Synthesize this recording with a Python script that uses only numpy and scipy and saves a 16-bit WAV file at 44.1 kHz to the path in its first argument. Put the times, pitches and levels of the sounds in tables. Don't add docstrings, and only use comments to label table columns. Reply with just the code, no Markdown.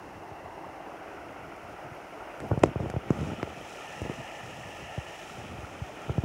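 import sys
import numpy as np
from scipy import signal
from scipy.fft import rfft, irfft
from scipy.io import wavfile
from scipy.ndimage import uniform_filter1d

SR = 44100
rng = np.random.default_rng(int(sys.argv[2]) if len(sys.argv) > 2 else 0)


def wav_record(signal):
    frames = np.transpose(np.atleast_2d(signal))
    bounded = np.clip(frames, -1, 1)
    quanta = np.round(bounded * 32767).astype(np.int16)
    wavfile.write(sys.argv[1], SR, quanta)


def ratio_of_db(decibels):
    return 10 ** (np.asarray(decibels, float) / 20)


N = 275184


def rms_one(x):
    return x / np.sqrt(np.mean(x ** 2) + 1e-20)


def in_time(rows):
    s, *columns = np.transpose(rows)
    return [np.interp(np.arange(N) / SR, s, column) for column in columns]


def colour(x, spectrum):
    hz, db = np.transpose(spectrum)
    bin_hz = np.arange(N // 2 + 1) * SR / N + 1
    weight = ratio_of_db(np.interp(np.log(bin_hz), np.log(hz), db))
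    return rms_one(irfft(rfft(x) * weight, N))


def band(x, low_hz, high_hz):
    return signal.sosfilt(signal.butter(2, [low_hz, high_hz], "band", fs=SR, output="sos"), x)


def low_pass(x, order, cut_hz):
    return signal.sosfilt(signal.butter(order, cut_hz, fs=SR, output="sos"), x)


def drift(rate_hz):
    step = 40
    pole = np.exp(-2 * np.pi * rate_hz * step / SR)
    noise = rng.standard_normal(N // step + 2002)
    slow = signal.lfilter([1], [1, -2 * pole, pole * pole], noise)[2000:]
    return np.interp(np.arange(N) / step, np.arange(len(slow)), rms_one(slow))


def ring(clicks, hz, t60_s):
    radius, angle = ratio_of_db(-60 / (t60_s * SR)), 2 * np.pi * hz / SR
    poles = [1, -2 * radius * np.cos(angle), radius * radius]
    return signal.lfilter([0, np.sin(angle)], poles, clicks + 1e-18)


def bubbles(low_hz, high_hz, cycles, rise, spread_db, count):
    out = np.zeros(N + SR)
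    for when, pitch, size, sign in rng.random((count, 4)):
        hz = low_hz * (high_hz / low_hz) ** pitch
        turns = np.arange(int(3 * cycles * SR / hz)) * hz / SR
        at = int(when * N)
        height = ratio_of_db(-spread_db * np.log(1 - .995 * size)) * np.sign(sign - .5)
        decay = np.exp(-turns / cycles * 2)
        phase = 2 * np.pi * turns * (1 + rise * turns / cycles)
        out[at:at + len(turns)] += height * decay * np.sin(phase)
    bins = rfft(out[:N])
    smooth = np.sqrt(uniform_filter1d(np.abs(bins) ** 2, size=600))
    bin_hz = (np.arange(len(bins)) + 1) * SR / N
    centre_hz = np.sqrt(low_hz * high_hz)
    inside = np.abs(np.log(bin_hz / centre_hz)) < np.log(high_hz / low_hz) / 2
    return irfft(bins / smooth * inside, N) * np.sqrt(N)


def hiss():
    # f/Hz, relative level/dB
    hiss_spectrum = [(2350, -33), (4000, -2.5), (4590, -1.5), (5420, 2.5), (7180, -3.5), (7780, -8),
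                     (8290, -5), (9730, -7), (11300, -6.5), (12400, -12), (15100, -10), (15800, -11.5)]
    # t/s, level/dB
    hiss_course = [(0.0, -65.5), (0.44, -66.5), (1.96, -65), (2.51, -64), (2.7, -66), (3.0, -64.5)]
    level_db = in_time(hiss_course)[0] + .5 * drift(19)
    return ratio_of_db(level_db) * colour(rng.standard_normal(N), hiss_spectrum)


def slides():
    # start t/s, length (rise and hold)/s, rumble level/dB, rubbing level/dB, swish level/dB
    slide_rows = [(2.4, 0.089, -46, -47, -68), (2.526, 0.14, -55, -42, -89), (2.617, 0.048, -50, -44, -60),
                  (2.786, 0.11, -44, -42.5, -66), (2.94, 0.14, -49, -54, -86),
                  (3.113, .215, -38.5, -45, -85), (3.37, 0.13, -48, -48, -78), (3.99, .21, -51.5, -63, -83),
                  (5.29, 0.46, -53.5, -75, -85), (6.083, 0.11, -59, -47, -88)]
    rise_s, release_s = 0.016, 0.024
    t, gains = np.arange(N) / SR, np.zeros((3, N))
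    for s, length_s, *levels_db in slide_rows:
        rise = np.clip((t - s) / rise_s, 0, 1)
        fall = np.exp(-np.clip(t - s - length_s, 0, 1) / release_s)
        gains += ratio_of_db(np.array(levels_db))[:, None] * rise * fall
    return gains


def spray():
    # f/Hz, relative level/dB
    spray_spectrum = [(2350, -8), (4000, -5.5), (4490, -10), (5240, -2), (5980, -1.5), (7470, -5.5),
                      (8630, -10.5), (10400, -13), (12500, -22), (15000, -24), (15800, -16)]
    # t/s, level/dB
    spray_course = [(2.95, -83), (3.16, -59), (3.3, -58), (3.44, -65), (3.58, -60), (3.7, -55.5),
                    (4.0, -56.5), (5, -58), (5.25, -55), (5.5, -60.5), (6.24, -61.5)]
    sizes = ratio_of_db(1.7 * rng.exponential(1, N))
    bursts = sizes * rng.standard_normal(N) * (rng.random(N) < .3)
    gain = ratio_of_db(in_time(spray_course)[0]) + slides()[2]
    return gain * ratio_of_db(0.47 * drift(12)) * colour(bursts, spray_spectrum)


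def hand():
    # t/s, rumble level/dB, rubbing level/dB
    rest_course = [(0, -51.5, -59), (.5, -52.5, -54.5), (.9, -56.5, -53.5), (1.4, -53, -56),
                   (2.2, -57, -57), (3.5, -52.5, -54), (4.7, -53, -54), (5.1, -55, -59.5),
                   (6.24, -52, -47.5)]
    rumble_gain, rub_gain = ratio_of_db(np.array(in_time(rest_course))) + slides()[:2]
    lumpy = rng.standard_normal(N) * ratio_of_db(3.7 * drift(7.2))
    rumble = rms_one(band(lumpy, 37, 196))
    slipping = rng.random(N) < 1000 / SR
    slips = ratio_of_db(3.5 * drift(30)) * rng.standard_normal(N) * slipping
    rubbing = rms_one(band(band(slips, 110, 665), 106, 610))
    return rumble_gain * rumble + rub_gain * rubbing


def ticks():
    # t/s, top level/dB, body level/dB, centre f/Hz
    tick_rows = [(1.5635, -47, -60, 7000), (1.95, -56, -60, 13500), (2.403, -40, -22, 6940),
                 (2.489, -51, -60, 14500), (2.593, -42, -60, 5900), (2.6351, -27, -9, 5100),
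                 (2.6367, -22, -3, 5300), (2.66, -42, -27, 6000), (2.8123, -55, -34, 3600),
                 (2.9007, -34, -23, 6460), (3.1055, -34, -21, 5000), (3.4293, -35, -13, 3740),
                 (3.5848, -42, -60, 4000), (4.018, -43, -45, 8000)]
    crack_ms = 0.25
    scuff_db, scuff_t60_s = -11, 0.037
    snap_db = 12
    dull = 1.9
    out, t = np.zeros(N), np.arange(2200) / SR
    fall = np.exp(-t * 1000 / crack_ms)
    scuff = ratio_of_db(scuff_db - 60 * t / scuff_t60_s)
    noises = np.sign(rng.standard_normal((len(tick_rows), 2200)))
    for (s, top_db, body_db, hz), noise in zip(tick_rows, noises):
        noise[0] = ratio_of_db(snap_db)
        top = ratio_of_db(top_db) * noise * (fall + scuff)
        bright = band(top, hz / 1.5, min(hz * 1.5, 17000))
        bright = low_pass(bright, 1, min(hz * dull, 17000))
        body = ratio_of_db(body_db) * band(noise * fall, 1200, 2600)
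        at = round(s * SR)
        out[at:at + 2200] += bright + body
    return out


def catches(count):
    start_s, length_s = 3.165, .185
    typical_ms, spread_db = 0.92, 5
    typical_db = np.array((-23, -27, -36))
    rows = []
    for k, (late, side, soft, size) in enumerate(rng.random((count, 4))):
        s = start_s + length_s * (k + late) / count
        levels_db = typical_db + spread_db * (2 * size - 1)
        rows.append((s, side - .5, typical_ms * (.5 + soft), *levels_db))
    return rows


def bumps():
    # t/s, direction (sign), contact (time to peak)/ms, push level/dB, mount level/dB, casing level/dB
    bump_rows = [(0.3128, -1, 2, -60, -21.5, -29), (1.8443, 1, 0.2, -60, -36, -58),
                 (1.8662, 1, 0.18, -50, -37, -39), (1.9152, 1, 0.31, -58, -30, -50),
                 (2.403, 1, 0.18, -57, -33, -28), (2.4182, -1, 1.8, -34, -27, -49),
                 (2.511, -1, 1.8, -18, -12, -22), (2.5145, -1, 0.92, -64, -6.5, -9.5),
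                 (2.5309, -1, 1.5, -17, -9, -37), (2.551, -1, 1, -57, -23, -26),
                 (2.575, 1, 2.2, -13.5, -3, -17.5), (2.618, -1, 4.2, -31, 1.5, -60),
                 (2.6349, -1, 0.24, -6.5, -23, -60), (2.6373, -1, 1.3, -8.5, -6, 2.5),
                 (2.6536, 1, 1.47, -60, -8, -60), (2.658, -1, 5.1, -10, -60, -28),
                 (2.6882, -1, 0.83, -25, -18, -54), (2.7581, -1, 1, -29, -10, -15.5),
                 (2.8015, 1, 3.3, -21, 1, -19.5), (2.828, -1, 1.4, -28, -15, -40),
                 (2.859, -1, 0.74, -30, -17, -18.5), (2.9, -1, 0.81, -45, -25, -23.5),
                 (2.9388, -1, 1.1, -60, -15.5, -19), (2.963, -1, 0.94, -30, -9, -17.5),
                 (3.105, -1, 0.27, -5, -9, -9), (3.429, -1, 0.13, -15.5, -20, -10.5),
                 (3.475, -1, 2.2, -50, -66, -25), (4.0172, 1, 2, -20, -37, -21),
                 (4.0513, -1, 0.71, -25, -60, -24.5), (4.061, 1, 3.5, -27, -19, -22.5),
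                 (4.097, -1, 0.28, -16, -29, -24), (4.1142, 1, 0.23, -34, -40, -24),
                 (4.1855, -1, 0.2, -29, -36, -36), (4.195, 1, 1, -32, -22.5, -43),
                 (4.9775, -1, 0.94, -42, -12.5, -23), (5.3799, 1, 0.62, -36, -27, -62),
                 (5.585, -1, 3.5, -26, -60, -60), (5.6318, -1, 2.1, -29, -60, -30),
                 (5.815, -1, 1.5, -60, -11, -60), (6.081, -1, 0.93, -44, -21, -30),
                 (6.095, -1, 1.5, -30, -6, -16.5), (6.1802, -1, 2, -13.5, 2, -18),
                 (6.2363, -1, 0.79, -15.5, -47, -60)]
    # f/Hz, level relative to the knock/dB, t60/s
    casing_modes = [(578, 5, 0.0034), (326, -4, 0.015), (795, -26, 0.0058)]
    mount_hz, mount_t60_s = 129.3, 0.031
    push, shake, knock = np.zeros((3, N + 1500))
    t_ms = np.arange(1500) * 1000 / SR
    for s, direction, contact_ms, push_db, mount_db, casing_db in bump_rows + catches(count=10):
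        at, sign = round(s * SR), np.sign(direction)
        shape = sign * t_ms / contact_ms * np.exp(1 - t_ms / contact_ms)
        push[at:at + 1500] += ratio_of_db(push_db) * shape
        shake[at:at + 1500] -= ratio_of_db(mount_db) * shape / abs(shape.sum())
        knock[at] -= ratio_of_db(casing_db) * sign
    casing = sum((-1) ** k * ratio_of_db(db) * ring(knock, hz, t60_s)
                 for k, (hz, db, t60_s) in enumerate(casing_modes))
    body = push + ring(shake, mount_hz, mount_t60_s) + casing
    return low_pass(body[:N], 4, 1250)


def water():
    # f/Hz, relative level/dB
    hold_spectra = [
        [(140, -46), (230, -40), (306, 0), (386, -4), (495, -11), (771, 0.5), (1130, -9), (1280, -16),
         (2070, -14.5), (2370, -32), (2720, -15), (3190, -34), (4400, -35), (5720, -68), (9680, -120)],
        [(140, -32), (230, -14), (257, -14.5), (291, -2), (396, -3), (454, -4.5), (699, 2), (1060, -7),
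         (1430, -5.5), (1680, -13), (2020, -12), (2820, -15.5), (4400, -42.5), (5720, -67), (9680, -120)],
        [(240, -9), (400, -2), (448, -6.5), (621, -1), (835, 0.5), (906, -4), (1030, -12.5), (1360, -2),
         (1570, -14), (1830, -6.5), (2070, -13.5), (2440, -6), (2760, -10.5), (3030, -9.5), (4600, -36.5),
         (5980, -58), (10100, -120)],
        [(140, -41), (230, -33), (307, -4), (415, -7.5), (619, -0.5), (836, -0.5), (1100, -13), (1220, -7),
         (1350, -6), (1550, -18), (1770, -3.5), (2170, -12.5), (2820, -6.5), (3450, -21.5), (4600, -41),
         (5980, -58), (10100, -120)],
    ]
    # t/s, place among the holds (0-3), water level before the blend/dB
    grip_course = [(0, 0.5, -45), (.6, 0.29, -43.5), (1.0, 0.85, -43.5), (1.7, 1.09, -44.5),
                   (2.3, 0.94, -43.5), (2.9, 1.3, -44), (3.05, 1.33, -44), (3.2, 1.3, -40.5),
                   (3.4, 1.9, -44), (3.75, 1.8, -43.5), (3.95, 3, -42.5), (4.5, 3.14, -42),
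                   (5.05, 3.05, -43), (5.3, 1.96, -44.5), (5.7, 1.4, -43.5), (6.24, 1.9, -45)]
    place, water_db = in_time(grip_course)
    blur = rng.standard_normal(N) * ratio_of_db(0.75 * drift(15))
    near = bubbles(260, 1500, cycles=11, rise=.06, spread_db=3, count=2200)
    fizz = bubbles(1500, 4200, cycles=14, rise=.04, spread_db=2, count=6000)
    flow = blur + ratio_of_db(-3.5) * near + ratio_of_db(-2.5) * fizz
    blend = np.zeros(N)
    for k, spectrum in enumerate(hold_spectra):
        share = np.clip(1 - np.abs(place - k), 0, 1)
        blend += share * colour(flow, spectrum)
    return ratio_of_db(water_db) * blend


def scene():
    return (hiss() + spray() + hand() + ticks() + bumps() + water())[None]


def top_cut(x):
    return signal.sosfilt(signal.butter(12, 16850, fs=SR, output="sos"), x)


def record(dry):
    low_cut_hz, top_cut_hz, rumble_db = 66.5, 15765, -66
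    x = signal.sosfilt(signal.butter(6, low_cut_hz, "high", fs=SR, output="sos"), dry)
    circuit = rms_one(band(band(rng.standard_normal(N), 38, 65), 26, 80))
    x = x + ratio_of_db(rumble_db) * circuit
    below_top = np.arange(N // 2 + 1) * SR / N < top_cut_hz
    mix = irfft(rfft(x) * below_top, N)
    return top_cut(mix)


dry = scene()
out = record(dry)
wav_record(out)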